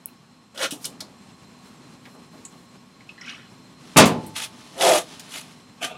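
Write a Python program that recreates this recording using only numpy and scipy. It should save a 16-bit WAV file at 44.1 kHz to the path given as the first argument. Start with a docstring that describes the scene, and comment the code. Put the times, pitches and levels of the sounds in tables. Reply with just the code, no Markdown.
"""Over the rush of a steel lab cabinet's fan, a wash bottle sputters as air and liquid leave its nozzle,
squirts onto the work surface and gulps air back in a froth of bubbles. The bottle is put down hard and the
steel sheet booms, overloading the microphone. Then a paper towel is pulled three times, its fibres rustling and
its taut sheet drumming, and is rubbed across the surface; a gloved hand drags over the steel with a chatter and
a scrape."""
import sys
import numpy as np
from scipy import signal
from scipy.fft import rfft, irfft, next_fast_len
from scipy.io import wavfile
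from scipy.ndimage import uniform_filter1d

SR = 44100
rng = np.random.default_rng(int(sys.argv[2]) if len(sys.argv) > 2 else 0)


def log_audio(samples):
    """Write samples as a 16-bit WAV file to the path given in sys.argv[1]."""
    # one column per channel
    frames = np.atleast_2d(samples).T
    # limit to full scale, then quantise
    limited = np.clip(frames, -1, 1)
    pcm = np.round(limited * 32767).astype(np.int16)
    wavfile.write(sys.argv[1], SR, pcm)


N = 263277
TIME = np.arange(N) / SR


def sputter():
    """Air and liquid leave the nozzle in uneven bursts, swelling as the squeeze builds."""
    # sputter spectrum: f/Hz, level/dB per Hz
    spectrum = [(100, -29), (200, -16), (340, -2.5), (520, -0.5), (800, -6), (1200, -8.5), (1700, -1.5),
                (2200, -8.5), (3100, -3), (4600, -13.5), (9000, -15.5), (12000, -23.5), (15500, -38)]
    start_s, length_s, final_db, swell_db_per_s = .5474, .1042, -21, 110
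    jump_s, jump_db = .028, 7  # the flow breaks through in two jumps
    bursts = unit(grains(rate=7000, spread_db=0))
    bursts += pings(rate=2500, lo_hz=290, hi_hz=15500, cycles=15, glide=.05, spread_db=0)
    surges = undb(2.2 * walk(330))
    elapsed = np.clip(TIME - start_s, 0, length_s)
    jumps_left = np.maximum(2 - elapsed // jump_s, 0)
    squeeze = undb(final_db - swell_db_per_s * (length_s - elapsed) - jump_db * jumps_left)
    envelope = squeeze * stroke(start_s, length_s, attack_s=.006, release_s=.034)
    return colour(bursts * surges, spectrum) * envelope


def jet():
    """The thin jet hisses on the steel as a fine spray."""
    # squirts: t/s, length/s, level/dB
    squirts = [(0.836, .01, -45), (1.647, 0.041, -63), (2.057, .09, -64), (2.33, 0.32, -67)]
    flow = sum(undb(db) * stroke(s, length, attack_s=.091, release_s=.067) for s, length, db in squirts)
    return unit(cut(grains(rate=9000, spread_db=2.5), [3500, 12000], "bandpass")) * flow


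def drops():
    """Drops patter faintly on the steel while the bottle is in use."""
    patter = pings(rate=260, lo_hz=1500, hi_hz=10000, cycles=40, glide=.02, spread_db=3)
    return patter * undb(-69.5) * stroke(1.0, length_s=1.63, attack_s=.5, release_s=.5)


def gulp():
    """Air drawn back into the bottle: a froth of chirping bubbles swells and dies away."""
    # gulp spectrum: f/Hz, level/dB per Hz
    spectrum = [(600, -26), (1150, -3.5), (1560, 1), (2200, -4.5), (2950, -2.5), (4000, -15), (5500, -16.5),
                (7000, -25), (10000, -33), (13000, -43)]
    froth = pings(rate=2600, lo_hz=1100, hi_hz=12000, cycles=28, glide=.04, spread_db=3)
    return colour(froth, spectrum) * undb(-36) * stroke(3.29, length_s=0, attack_s=.13, release_s=.24)


def spits():
    """Air pockets blow out of the nozzle, each a wet pop with a bright spray."""
    # air pockets: t/s, level/dB, centre f/Hz, spray against the pop/dB, t60/s
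    pockets = [(.576, -30.5, 3230, -6.5, 0.038), (.707, -34, 3000, 5.5, 0.14),
               (.843, -27, 4890, -10, 0.062), (.852, -29, 3220, 7.5, .051), (1.004, -27.5, 4040, -6, 0.053),
               (2.053, -43, 1840, -20, 0.086)]
    out = np.zeros(N)
    for s, db, hz, spray_db, t60 in pockets:
        spray = unit(cut(rng.standard_normal(SR // 5), [5350, 11300], "bandpass"))
        spit = pop(hz, width=.38, splash_db=-3.5) + undb(spray_db) * spray
        add(out, s, undb(db) * dying(spit, t60))
    return out


def bubbles():
    """Single bubbles burst in the nozzle and tube with narrow, pitched pops."""
    # bursts: t/s, level/dB, centre f/Hz
    bursts = [(.086, -47.5, 2610), (2.45, -28.5, 7300), (3.005, -44, 2100), (3.091, -30.5, 2690),
              (3.178, -36, 1800), (3.242, -35, 2000), (3.211, -34, 5280), (3.213, -33, 1940),
              (3.259, -41, 5560), (3.277, -29, 2400), (3.293, -25.5, 2800), (3.294, -38, 5200)]
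    out = np.zeros(N)
    for s, db, hz in bursts:
        add(out, s, undb(db) * dying(pop(hz, width=.14, splash_db=-12), t60=.043))
    return out


def wall_thump():
    """The squeezed bottle wall flexes with one low, damped note."""
    start_s, db, hz, t60 = .723, -23.5, 281, .066
    out, size = np.zeros(N), SR // 5
    flex = np.sin(2 * np.pi * hz * TIME[:size]) * fade(t60, size)
    add(out, start_s, undb(db) * flex)
    return out


def wash_bottle():
    """All the bottle's squeezing and breathing, thinned in the bass, between the cabinet walls."""
    bottle = sputter() + jet() + drops() + gulp() + spits() + bubbles() + wall_thump()
    return cabinet(cut(bottle, 184, "highpass"), wet_db=-3)


def steel(clear_db):
    """The work surface rings from one blow: clear modes over a crowd of close ones, treble dying first."""
    # clear modes: f/Hz, level/dB, t60/s
    clear_modes = [(102, -11.5, 0.74), (159, -5.5, 0.475), (206.4, -3.5, 0.42), (246.7, -0.5, 0.3),
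                   (271, 2.5, 0.42), (405.5, -9.5, 0.55), (454, -13.5, 0.45), (522, -8, 0.39),
                   (636, -1.5, 0.21), (717, -8, 0.44), (751, -12, 0.38), (850.7, -6.5, 0.66),
                   (878, -22.5, 1.4), (1008, -14, 0.43), (1189, 1, 0.3), (1322, -7, 0.24), (2400, -11, .27),
                   (2618, -5, 0.27)]
    # crowd of close modes: f/Hz, level/dB per Hz, t60/s
    close_modes = [(30.2, -40, 0.41), (60, -12, 0.7), (109, -8, 0.73), (236, -1.5, 0.62), (410, -2.5, 0.46),
                   (654, -4.5, 0.43), (985, -4.5, 0.38), (1600, -8.5, 0.29), (2850, -8.5, 0.28),
                   (5050, -12.5, 0.25), (9500, -11.5, 0.13), (12900, -15.5, 0.077), (16000, -29.5, 0.16)]
    size, edges_hz = SR, np.geomspace(28, 17000, 27)
    crowd, power = 0, 0
    for lo, hi in zip(edges_hz, edges_hz[1:]):
        hz = np.sqrt(lo * hi)
        weight = undb(along(hz, close_modes)) * np.sqrt(hi - lo)
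        band = unit(cut(rng.standard_normal(size), [lo, hi], "bandpass", order=3))
        crowd += weight * band * fade(along(hz, close_modes, column=2), size)
        power += weight ** 2
    clear = sum(undb(db) * np.sin(2 * np.pi * hz * TIME[:size]) * fade(t60, size)
                for hz, db, t60 in clear_modes)
    return crowd / np.sqrt(power) + undb(clear_db) * clear


def blows(contacts, low_cut_hz):
    """Contacts on the work surface; a softer one leaves the treble out, a lighter one the bass."""
    out = np.zeros(N)
    for s, db, brightness_hz in contacts:
        add(out, s, undb(db) * cut(steel(clear_db=-9), brightness_hz, "lowpass"))
    return cut(out, low_cut_hz, "highpass", order=3)


def knocks():
    """The bottle lands and rocks, booming the steel; later a hand bumps the steel with a soft, low thud."""
    # hard and soft contacts: t/s, level before filtering/dB, low-pass f/Hz
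    contacts = [(3.961, -13, 2500), (3.968, -8, 12100), (3.974, -7.5, 16000), (3.985, -7, 11900),
                (3.998, -11.5, 5000), (5.17, -41, 210)]
    return blows(contacts, low_cut_hz=85)


def splats():
    """Liquid slaps the steel: soft, light contacts with a dull ring."""
    # wet slaps: t/s, level before filtering/dB
    slaps = [(.724, -37), (.853, -40.5), (0.916, -43), (1.014, -39.5), (2.06, -45.5), (2.14, -41),
             (2.334, -42.5), (2.53, -48.5)]
    brightness_hz = 840
    return blows([(s, db, brightness_hz) for s, db in slaps], low_cut_hz=218)


def paper_fibres():
    """Fibres snap in clusters and small folds crinkle; gives a steady crackle and the hiss above it."""
    # paper spectrum: f/Hz, level/dB per Hz
    spectrum = [(530, -17.5), (900, 0), (955, -8.5), (1260, -5.5), (1470, -6.5), (2120, -4), (2450, -2.5),
                (3460, -1), (4770, -8.5), (5180, -9), (8550, -16), (9860, -12), (15500, -35)]
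    jerks = undb(1.54 * walk(200))
    snaps = unit(grains(rate=9000, spread_db=3.5))
    folds = pings(rate=2200, lo_hz=913, hi_hz=15030, cycles=34, glide=0, spread_db=.5)
    fibres = colour((snaps + undb(-2.5) * folds) * jerks, spectrum)
    crackle = unit(cut(fibres, [900, 6000], "bandpass", order=3))
    hiss = unit(cut(fibres, 5800, "highpass", order=3))
    return crackle, hiss


def paper_drum():
    """Countless tugs make the taut sheet drum; it stiffens as it moves, evening out its largest swings."""
    # paper sheet modes: f/Hz, width/Hz, level/dB
    modes = [(167, 47, -13), (368, 50, -11), (408, 46, -6.5), (519, 31, -1), (642, 43, 2), (697, 36, -7.5),
             (875, 66, -35), (1214, 31, -13)]
    tugs = cut(grains(rate=4000, spread_db=2), [300, 1300], "bandpass")
    swing = np.tanh(.6 * unit(ring(tugs, modes)))
    return unit(cut(swing, 120, "highpass"))


def towel():
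    """In each pull the paper catches, rustles and drums, then whips free."""
    # pulls: t/s, length/s, level/dB, attack/s, release/s, drumming against the crackle/dB
    pulls = [(4.366, 0.083, -31.5, 0.028, 0.046, -15.5), (4.82, 0.15, -23, 0.057, 0.076, 8),
             (5.35, 0.03, -35.5, 0.11, 0.11, -11)]
    hiss_db, hiss_rise_db, crackle_fall_db, drum_arch_db = -2.5, 1, .5, 5.5
    catch_lead_s, catch_db = .0096, -6
    taut_pitch, pitch_sag = 1.04, .09  # shares of the resting pitch
    crackle, hiss = paper_fibres()
    drumming = paper_drum()
    rustle, drum = 0, 0
    for s, length, db, attack, release, drum_db in pulls:
        progress = np.clip((TIME - s) / length, 0, 1)
        whip = progress ** 4
        paper = crackle * undb(-crackle_fall_db * (progress - .5))
        paper += hiss * undb(hiss_db + hiss_rise_db * whip)
        catch = undb(catch_db) * stroke(s - catch_lead_s, length_s=0, attack_s=.0037, release_s=.023)
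        rustle += undb(db) * (paper * stroke(s, length, attack, release) + crackle * catch)
        # the sheet sinks in pitch as it slackens and drums hardest in mid-pull
        sagging_time = np.cumsum(taut_pitch - pitch_sag * progress) / SR
        sheet = np.interp(sagging_time, TIME, drumming, period=N / SR)
        arch = undb(drum_db - drum_arch_db * (2 * progress - 1) ** 2)
        drum += undb(db) * arch * sheet * stroke(s, length, attack_s=.067, release_s=.095)
    return cabinet(rustle, wet_db=-9.5) + drum


def wipe():
    """A gloved hand lands on the steel: it chatters as it lands and scrapes briefly as it is pushed off."""
    # scrape spectrum: f/Hz, level/dB per Hz
    spectrum = [(88, -55), (150, -27), (239, -0.5), (550, -12), (668, -9), (1020, -38), (1170, -17),
                (1540, 0.5), (1940, -12.5), (3100, 1), (3760, -8), (9920, -15), (14300, -29), (15500, -43)]
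    # chatter resonances: f/Hz, width/Hz, level/dB
    resonances = [(513, 36, 1.5), (710, 140, 5), (1175, 57, -1.5), (2610, 240, 3), (3340, 320, -2)]
    land_s, push_delay_s = 5.817, .013
    slips = grains(rate=2500, spread_db=0) * undb(3.4 * walk(90))
    push = undb(-26) * stroke(land_s + push_delay_s, length_s=.017, attack_s=.033, release_s=.078)
    slide = undb(-33.5) * stroke(land_s, length_s=0, attack_s=.02, release_s=.43)
    scrape = colour(slips, spectrum) * push
    chatter = unit(cut(ring(slips, resonances), [300, 4000], "bandpass")) * slide
    return scrape + chatter


def ticks():
    """Plastic and paper creases give short, bright snaps with no bass."""
    # snaps: t/s, level of the first 10 ms/dB, high-pass f/Hz, t60/s
    snaps = [(.058, -30.5, 10200, 0.0024), (4.056, -27, 6000, 0.15), (4.264, -44.5, 8460, 0.1),
             (5.196, -39, 1460, 0.071)]
    out, size = np.zeros(N), SR // 5
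    for s, db, hz, t60 in snaps:
        snap = rng.standard_normal(size) * fade(t60, size)
        snap = cut(cut(snap, hz, "highpass", order=8), 8200, "lowpass")
        onset_rms = np.sqrt(np.mean(snap[:SR // 100] ** 2))
        add(out, s, undb(db) * snap / onset_rms)
    return cabinet(out, wet_db=-12)


def brushing():
    """Sleeve and towel brush softly with each reach of the arm."""
    # reaches: t/s, length/s, level/dB
    reaches = [(3.843, 0.47, -50.5), (4.545, 0.41, -47.5), (5.089, 0.052, -44), (5.254, 0.27, -49)]
    # brushing spectrum: f/Hz, level/dB per Hz
    spectrum = [(80, -7), (200, 14.5), (450, -1), (800, 2.5), (1500, -2), (3200, 0), (6000, -4.5),
                (10000, -11), (15500, -31)]
    motion = sum(undb(db) * stroke(s, length, attack_s=.17, release_s=.27) for s, length, db in reaches)
    friction = grains(rate=6000, spread_db=6) * undb(.98 * walk(37))
    return colour(friction, spectrum) * motion


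def fan():
    """A bed of rushing air that wavers a little, with quickly fluttering tones from the blower."""
    # air spectrum: f/Hz, level/dB per Hz
    spectrum = [(25, -64), (45, -14), (70, -13.5), (160, 0.5), (240, -1.5), (330, -8), (600, -15),
                (1050, -12.5), (1500, -19), (2800, -20), (5000, -24.5), (8000, -28), (11000, -35),
                (15500, -51)]
    # blower tones: f/Hz, wander/Hz, level/dB
    whine = [(245.7, 4.8, -59), (1095, 14.2, -65), (4126, 14, -65), (5330, 26, -72.5), (7600, 74, -73),
             (12250, 40, -84)]
    # recorder gain on the fan's rush and whine, quieter at first, then settling: t/s, level/dB
    gain_curve = [(0, -52.5), (.5, -55), (.7, -49.5), (2.4, -50), (2.9, -51), (3.6, -49), (5.97, -50.5)]
    air = colour(rng.standard_normal(N), spectrum) * undb(1.23 * walk(31))
    tones = 0
    for hz, wander, db in whine:
        phase = 2 * np.pi * np.cumsum(hz + wander * walk(110)) / SR
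        flutter = undb(3 * walk(55))
        tones += undb(db) * unit(np.sin(phase) * flutter)
    recorder_gain = gain(gain_curve)
    return air * recorder_gain + tones * unit(recorder_gain)


def cabinet(x, wet_db):
    """Close steel walls: four early reflections colour the sound and a short echo follows."""
    size, t60, predelay_s = SR // 3, .15, .002
    tail = rng.standard_normal(size) * fade(t60, size) * (TIME[:size] > predelay_s)
    walls = tail / np.linalg.norm(tail)
    early = rng.integers(SR // 2000, SR // 200, size=4)
    walls[early] += .47 * rng.choice([-1, 1], size=4)
    echo = signal.fftconvolve(x, walls / np.linalg.norm(walls))[:N]
    return (x + undb(wet_db) * echo) / np.sqrt(1 + undb(2 * wet_db))


def pop(hz, width, splash_db):
    """Noise rings in a small wet cavity, inside a broad splash; width is a share of the centre pitch."""
    burst = rng.standard_normal(SR // 5)
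    cavity = unit(cut(burst, [hz * (1 - width / 2), hz * (1 + width / 2)], "bandpass"))
    splash = unit(cut(cut(burst, hz / 3, "highpass"), hz + 2500, "lowpass", order=5))
    return cavity + undb(splash_db) * splash


def pings(rate, lo_hz, hi_hz, cycles, glide, spread_db):
    """Tiny ringing grains, rate per second, each with its own pitch, which glide bends up as it dies."""
    candidates = 24000
    at, pitch, chance = rng.random((candidates, 3)).T
    strength = undb(spread_db * rng.standard_normal(candidates).clip(-2, 2))
    heard = chance < rate * N / SR / candidates
    hz = lo_hz + (hi_hz - lo_hz) * pitch[heard, None]
    step = np.arange(SR // 120)
    turns = hz * step / SR
    age = turns / cycles
    chirp = np.sin(2 * np.pi * turns * (1 + glide * np.minimum(age, 2) / 2))
    decay = np.exp(-np.pi * age) * (1 - step / len(step))
    sound = strength[heard, None] * np.sqrt(hz) * decay * chirp
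    where = (at[heard, None] * (N - len(step))).astype(int) + step
    return unit(np.bincount(where.ravel(), sound.ravel(), N))


def grains(rate, spread_db):
    """Tiny snaps of unequal size at random moments, rate per second."""
    snaps = (rng.random(N) < rate / SR) * rng.choice([-1, 1], N)
    return snaps * undb(spread_db * rng.standard_normal(N).clip(-2, 2))


def walk(rate):
    """Random drift with rate turns per second and a spread near 1."""
    hold = int(SR / rate)
    steps = np.repeat(rng.standard_normal(N // hold + 1), hold)
    return unit(uniform_filter1d(steps, hold))[:N]


def stroke(s, length_s, attack_s, release_s):
    """Envelope of one movement: rises 30 dB per attack until s, holds, falls 30 dB per release."""
    outside = np.maximum(s - TIME, 0) / attack_s + np.maximum(TIME - s - length_s, 0) / release_s
    return undb(-30 * np.minimum(outside, 8))


def dying(x, t60):
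    """Shape a steady sound into a burst that opens in about a millisecond and dies away."""
    shape = (1 - np.exp(-TIME[:len(x)] / .0011)) * fade(t60, len(x))
    return unit(x * shape) * np.std(x) * np.sqrt(np.mean(shape ** 2))


def fade(t60, size):
    """Exponential decay, 60 dB in t60 seconds."""
    return undb(-60 * np.arange(size) / SR / t60)


def ring(x, modes):
    """Drive resonances (f/Hz, width/Hz, level/dB), each to its own level."""
    return sum(undb(db) * unit(signal.lfilter(*signal.iirpeak(hz, hz / width, SR), x))
               for hz, width, db in modes)


def colour(x, spectrum):
    """Give a steady texture a spectrum; rms 1."""
    size = next_fast_len(len(x))
    eq = undb(along(np.fft.rfftfreq(size, 1 / SR), spectrum))
    return unit(irfft(rfft(x, size) * eq, size)[:len(x)])


def cut(x, hz, kind, order=2):
    """Low-, high- or band-pass."""
    return signal.sosfilt(signal.butter(order, hz, kind, fs=SR, output="sos"), x)


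def along(hz, rows, column=1):
    """Read a column of a table on a log-frequency axis."""
    rows = np.array(rows)
    return np.interp(np.log(hz + 1), np.log(rows[:, 0]), rows[:, column])


def gain(rows):
    """A level curve (t/s, level/dB) as a gain."""
    return undb(np.interp(TIME, *np.transpose(rows)))


def add(track, s, sound):
    """Mix a sound in at s seconds."""
    start = int(s * SR)
    track[start:start + len(sound)] += sound[:N - start]


def undb(db):
    """Decibels to gain."""
    return 10 ** (np.asarray(db) / 20)


def unit(x):
    """Scale to rms 1."""
    return x / np.sqrt(np.mean(x ** 2))


def scene():
    """Everything inside the cabinet, heard at one point."""
    mix = knocks() + splats() + fan() + wash_bottle() + ticks() + towel()
    rubbing = cabinet(brushing() + wipe(), wet_db=-2)
    return (mix + rubbing)[None]


def record(dry):
    """The microphone overloads on the knock; the deepest bass and the top are cut off."""
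    ceiling, low_hz, top_hz = .95, 51.7, 15950
    rounded = dry / (1 + (dry / ceiling) ** 6) ** (1 / 6)
    rounded = cut(rounded, low_hz, "highpass")
    return signal.sosfilt(signal.ellip(10, .1, 70, top_hz, fs=SR, output="sos"), rounded)


dry = scene()
out = record(dry)
log_audio(out)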